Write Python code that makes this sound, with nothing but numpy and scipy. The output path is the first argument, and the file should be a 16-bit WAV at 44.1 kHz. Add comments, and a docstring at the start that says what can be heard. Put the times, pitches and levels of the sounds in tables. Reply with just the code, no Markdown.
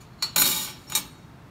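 """Steel drip tray pushed home

Close up at a kitchen counter, a slotted steel tray goes into its bracket. Its edge taps the frame,
it drops in with a clatter, scrapes and squeaks to a stop, and is pressed home with two ticks and
a clank. Every contact rings the same steel modes; a small room and a low rumble surround it."""
import sys
import numpy as np
from scipy import signal
from scipy.fft import irfft
from scipy.io import wavfile
from scipy.ndimage import uniform_filter1d

SR = 44100
rng = np.random.default_rng(int(sys.argv[2]) if len(sys.argv) > 2 else 0)


def wav_out(sig):
    """Save sig, one row per channel (or a flat mono array), as 16-bit PCM at SR to the path in sys.argv[1]."""
    wavfile.write(sys.argv[1], SR, np.round(np.clip(np.atleast_2d(sig).T, -1, 1) * 32767).astype(np.int16))


N = 66150
T = np.arange(N) / SR
BUILD_S = 0.0034  # a ring takes a moment to spread

# The tray's broad spectrum, by place of contact. 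Each row: frequency in Hz, relative density in dB.
TRAY_SPECTRA = {"edge": [(450, -16), (1100, 2.5), (2000, -2.5), (3500, -3.5), (6000, -8), (9000, -5.5),
                (15000, -10.5)], "drop": [(450, -1), (700, -16), (1000, 2.5), (2000, 0.5), (6000, -24),
                (10000, 5.5), (15000, 3.5)], "slide": [(450, -5), (700, -22), (1000, 3.5), (1800, -2),
                (3500, 4.5), (7000, 2.5), (15000, 4.5)], "catch": [(450, -7.5), (1100, 8.5), (1800, -0.5),
                (2800, 15), (5000, -28), (9000, -3.5), (15000, -8)], "seat": [(450, -6), (700, -16),
                (1000, 6.5), (1800, -1), (3500, 4), (5000, 1.5), (5900, 7.5), (7500, 4), (11000, 6),
                (15000, 4.5)]}
# The tray sliding in. Each row: time in seconds, level in dB, treble gain in dB.
SLIDE_STROKE = [(0.362, -20.5, -1), (0.41, -36, 18.5), (0.435, -36.5, 19), (0.481, -31, 12.5),
                (0.506, -26.5, 3), (0.56, -28, 1.5), (0.63, -31.5, 3.5), (0.66, -34.5, -4),
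                (0.689, -33.5, -8), (0.711, -42.5, -25.5), (0.749, -49, -23), (0.842, -57.5, -3),
                (0.89, -42.5, -27), (0.946, -32.5, -17)]


def from_db(db):
    """Decibels to gain."""
    return 10 ** (np.asarray(db) / 20)


def unit(x):
    """Scale to an energy of one."""
    return x / np.sqrt(np.sum(x ** 2) + 1e-20)


def at_hz(points, hz):
    """Read a table on a log-frequency axis."""
    frequencies, values = np.transpose(points)
    return np.interp(np.log(hz), np.log(frequencies), values)


def through(x, response):
    """Play a signal through an impulse response."""
    return signal.fftconvolve(x, response)[:N]


def wavering(hz, linewidth_hz=8.2):
    """A sine whose phase drifts as the contact shifts."""
    drift = np.cumsum(rng.standard_normal(N)) * np.sqrt(2 * np.pi * linewidth_hz / SR)
    return np.sin(2 * np.pi * (hz * T + rng.random()) + drift)


def scattered_tones(mean_gap_hz=22.07, cluster_hz=180, swing_db=5.5):
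    """Two sets of modes at random pitches; a point of contact favours some clusters over others."""
    present = rng.random((2, N)) < SR / (2 * N) / mean_gap_hz
    width = int(cluster_hz * 2 * N / SR)
    clusters = np.tanh(uniform_filter1d(rng.standard_normal(N), width) * np.sqrt(width))
    lines = present * from_db(swing_db * clusters) * np.exp(2j * np.pi * rng.random((2, N)))
    return irfft(lines, 2 * N)[:, :N + SR // 10]  # extra length lets filters settle


def band_noise(spectrum, t60s=None, modal=False):
    """Third-octave bands of noise or scattered modes, steady or each dying at its own rate."""
    raw = scattered_tones() if modal else rng.standard_normal((2, N + SR // 10))
    edges = np.geomspace(28, 17500, 29)
    out = 0
    for k, (low, high) in enumerate(zip(edges, edges[1:])):
        hz = np.sqrt(low * high)
        bandpass = signal.butter(2, [low, high], "band", fs=SR, output="sos")
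        band = signal.sosfilt(bandpass, raw[k % 2])[-N:]
        if t60s is not None:
            band = band * from_db(-60 * T / at_hz(t60s, hz))
        out = out + unit(band) * np.sqrt(high - low) * from_db(at_hz(spectrum, hz))
    return unit(out)


def background(level_db=-47):
    """The kitchen's room tone: a steady low rumble with faint hiss."""
    # Each row: frequency in Hz, relative density in dB.
    rumble_spectrum = [(25, -28.5), (45, -3.5), (85, -8.5), (135, 2.5), (200, -9.5), (290, -9), (450, -19),
                       (1100, -18), (2200, -27.5), (4500, -35.5), (9000, -44), (16000, -45.5)]
    return from_db(level_db) * np.sqrt(N) * band_noise(rumble_spectrum)


def room(near, level_db=-15):
    """The small room's reflections, which linger longest around 4 kHz."""
    # Each row: frequency in Hz, seconds to die away by 60 dB.
    reverb_times = [(150, 0.42), (1000, 0.63), (4000, 0.95), (9000, 0.52), (15000, .36)]
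    colour = [(200, 15.0), (4400, -8.5), (8700, -6.0), (13000, -5.0)]  # Hz, dB
    return from_db(level_db) * through(near, band_noise(colour, reverb_times))


def frame_ring():
    """The dull, wavering ring of the frame and counter under the tray."""
    # Each row: frequency in Hz, level in dB, seconds to die away by 60 dB.
    frame_modes = [(182, -10.5, 0.1105), (235.7, -9, 0.14), (297, -6.5, 0.24), (371.1, -8.5, 0.23),
                   (575.6, -10, 0.048)]
    onset = 1 - np.exp(-T / BUILD_S)
    return sum(from_db(db) * unit(wavering(hz) * from_db(-60 * T / t60) * onset)
               for hz, db, t60 in frame_modes)


def counter_rumble(gain_db=-31, follow=0.58):
    """The slide shakes the frame and the counter under it."""
    times, db, _ = np.transpose(SLIDE_STROKE)
    sliding = (T >= times[0]) * (T <= times[-1])
    force = rng.standard_normal(N) * from_db(gain_db + follow * np.interp(T, times, db))
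    return through(force * sliding, frame_ring())


def tray_ring(place, scatter_db=1.5):
    """The tray touched at one place: clear modes over a crowd of weak ones, never twice alike."""
    # The clear modes. One entry each: frequency in Hz, seconds to fall 60 dB, level in dB by place.
    mode_hz = [856, 1170, 1491, 2240, 2367, 2912, 3781, 4097, 4284, 4382, 4405, 5481, 5890, 6780, 6859,
               6917, 7342, 8640, 8825, 11304, 12251, 12740, 13166, 14769]
    mode_t60 = [0.11, 0.1, 0.052, 0.28, 0.098, 0.25, 0.097, 0.14, 0.1, 0.44, 0.19, 0.14, 0.078, 0.052,
                0.065, 0.11, 0.13, 0.11, 0.12, 0.091, 0.16, 0.14, .11, .11]
    mode_db = {"edge": [-27, -19, -35, -38, -15.5, -16, -34.5, -2.5, -31.5, -34.5, 1, -9, -25.5, -33, -10,
               -17, -15.5, -44.5, -40.5, -22.5, -37.5, -36, -40.5, -35], "drop": [-17, -33, -15, -21, -22,
               -27.5, -15, -10, -20, -23, -13, -13.5, -40.5, -17, -15, -16.5, -21, -11, -18.5, -19, -14,
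               -19, -19, -11.5], "slide": [-23.5, -18.5, -21, -19.5, -14.5, -18.5, -13.5, -15.5, -20, -20,
               -15.5, -20.5, -27, -25, -13.5, -16.5, -16, -28, -19.5, -17.5, -30, -18, -28.5, -29], "catch":
               [-15, -11.5, -12, -23, -30, -25, -13, -29, -45, -33, -24, -20.5, -30, -6, -6, -30.5, -22,
               -17.5, -35, -41, -24, -34.5, -30, -23], "seat": [-21, -21, -30, -18, -17, -41, -6, -20, -17,
               -19, -28, -12, -9.5, -21, -19, -21, -12.5, -6.5, -38.5, -36, -33, -11, -25, -33.5]}
    # The crowd's level in dB, by place.
    crowd_db = {"edge": -8, "drop": -6, "slide": -2.5, "catch": -0.5, "seat": -3.5}
    # The crowd's decay. Each row: frequency in Hz, seconds to fall 60 dB.
    crowd_t60 = [(150, .25), (1000, 0.21), (4000, 0.37), (9000, .13), (15000, 0.13)]
    crowd = band_noise(TRAY_SPECTRA[place], crowd_t60, modal=True)
    low_cut = signal.butter(2, 166, "high", fs=SR, output="sos")  # the tray radiates little bass
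    ring = from_db(crowd_db[place]) * signal.sosfilt(low_cut, crowd)
    for hz, t60, db in zip(mode_hz, mode_t60, mode_db[place]):
        mode = wavering(hz) * from_db(-60 * T / t60)
        ring = ring + from_db(db + scatter_db * rng.standard_normal()) * unit(mode)
    return ring * (1 - .5 * np.exp(-T / BUILD_S))


def scrape(stroke, place, slips_per_s=330, spread_db=8, treble_hz=7040):
    """Steel sticks and slips in quick, uneven steps that ring the tray; the stroke sets their tone."""
    times, db, treble_db = np.transpose(stroke)
    slip_rate = np.repeat(rng.exponential(slips_per_s / SR, N), SR // 1000)[:N]  # new each millisecond
    slipping = np.diff(np.floor(np.cumsum(slip_rate)), prepend=0) > 0
    slips = slipping * from_db(spread_db * rng.uniform(-1.3, 1, N)) * rng.choice([-1, 1], N)
    slips = unit(slips) * np.sqrt(N)
    dull = signal.sosfilt(signal.butter(1, treble_hz, fs=SR, output="sos"), slips)
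    treble = (slips - dull) * from_db(np.interp(T, times, treble_db))
    force = (dull + treble) * from_db(np.interp(T, times, db))
    moving = (T >= times[0]) * (T <= times[-1])
    return through(force * moving, tray_ring(place))


def scrapes():
    """The tray shifts faintly under the hand, brushes the frame with its edge, then slides in."""
    # Each row of both strokes: time in seconds, level in dB, treble gain in dB.
    shift = [(0, -38, -23), (0.035, -65, -20)]
    brush = [(0.055, -66, 1.5), (0.105, -73, -2), (0.128, -61, -12.5), (0.145, -96.5, -14),
             (0.185, -59, -17.5), (0.22, -47.5, -6.5), (0.30, -48, -20.5), (0.35, -57, -6)]
    return scrape(shift, "slide") + scrape(SLIDE_STROKE, "slide") + scrape(brush, "edge")


def squeaks(swell_s=.004, t60_s=0.061):
    """Friction feeds one mode at a time, which swells, holds and rings out."""
    # Each row: start of the hold in seconds, its length in seconds, pitch in Hz, level in dB.
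    squeals = [(0.379, 0.045, 12251, -26), (0.382, 0.0076, 4097, -24.5), (0.421, 0.05, 3766, -31),
               (0.525, 0.0057, 3790, -32.5), (0.553, 0.049, 3775, -37), (0.61, 0.14, 5540, -52.5),
               (0.877, 0.013, 5481, -48.5), (0.923, 0.017, 3781, -41)]
    out = 0
    for start, hold, hz, db in squeals:
        swell = np.exp(np.minimum(T - start, 0) / swell_s)
        release = from_db(-60 * np.maximum(T - start - hold, 0) / t60_s)
        out = out + from_db(db) * swell * release * np.sqrt(2) * wavering(hz)
    return out


def knocks(clash_db=-10.5, clash_t60_s=0.015):
    """Steel strikes steel: a short clash, the tray's ring damped by hand and frame, and a thud."""
    # Each row: start in seconds, strength in dB, extra damping in dB per second,
    # relative level of the frame's thud in dB, place of contact.
    strikes = [(0.2239, 5, 4, -23, "edge"), (0.3599, 11, 200.5, -16, "slide"),
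               (0.3616, 4.5, 346.5, -8.5, "catch"), (0.3776, 0.5, 251, -16, "drop"),
               (0.3821, 9.5, 130.5, -43, "drop"), (0.3962, 10, 150.5, -25, "drop"),
               (0.4178, 13.5, 553.5, -21, "drop"), (0.4200, 7.5, 402, -19, "catch"),
               (0.4440, 0.5, 49, -13, "edge"), (0.454, 7, 149.5, -28.5, "slide"),
               (0.4630, 8.5, 252.5, -16.5, "slide"), (0.474, 8, 301.5, -20.5, "slide"),
               (0.4865, 5.5, 250, -20, "slide"), (0.5133, 4, 98, -13.5, "slide"),
               (0.6744, -11, 100, -13.5, "catch"), (0.8981, -6, 602.5, -37, "slide"),
               (0.9209, -2.5, 447, -20, "catch"), (0.9511, 10, 13, -29, "seat"),
               (0.9714, 3.5, 149.5, -13.5, "slide")]
    out, thud = np.zeros(N), frame_ring()
    burst = from_db(-60 * T / clash_t60_s) * (1 - np.exp(-T / BUILD_S))
    clashes = {place: unit(band_noise(spectrum) * burst) for place, spectrum in TRAY_SPECTRA.items()}
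    for start_s, db, damping, thud_db, place in strikes:
        start = int(start_s * SR)
        ring = tray_ring(place) * from_db(-damping * T)
        knock = ring + from_db(clash_db) * clashes[place] + from_db(thud_db) * thud
        out[start:] += from_db(db) * knock[:N - start]
    return out


def scene():
    """Tray and counter close by, the room and its rumble behind, in mono."""
    near = knocks() + scrapes() + squeaks() + counter_rumble()
    return (near + room(near) + background())[None]


def record(dry):
    """The microphone drops the deepest bass; the top is cut steeply."""
    low_cut = signal.butter(6, 40, "high", fs=SR, output="sos")
    high_cut = signal.ellip(10, .2, 70, 15600, fs=SR, output="sos")
    return signal.sosfilt(high_cut, signal.sosfilt(low_cut, dry))


dry = scene()
out = record(dry)
wav_out(out)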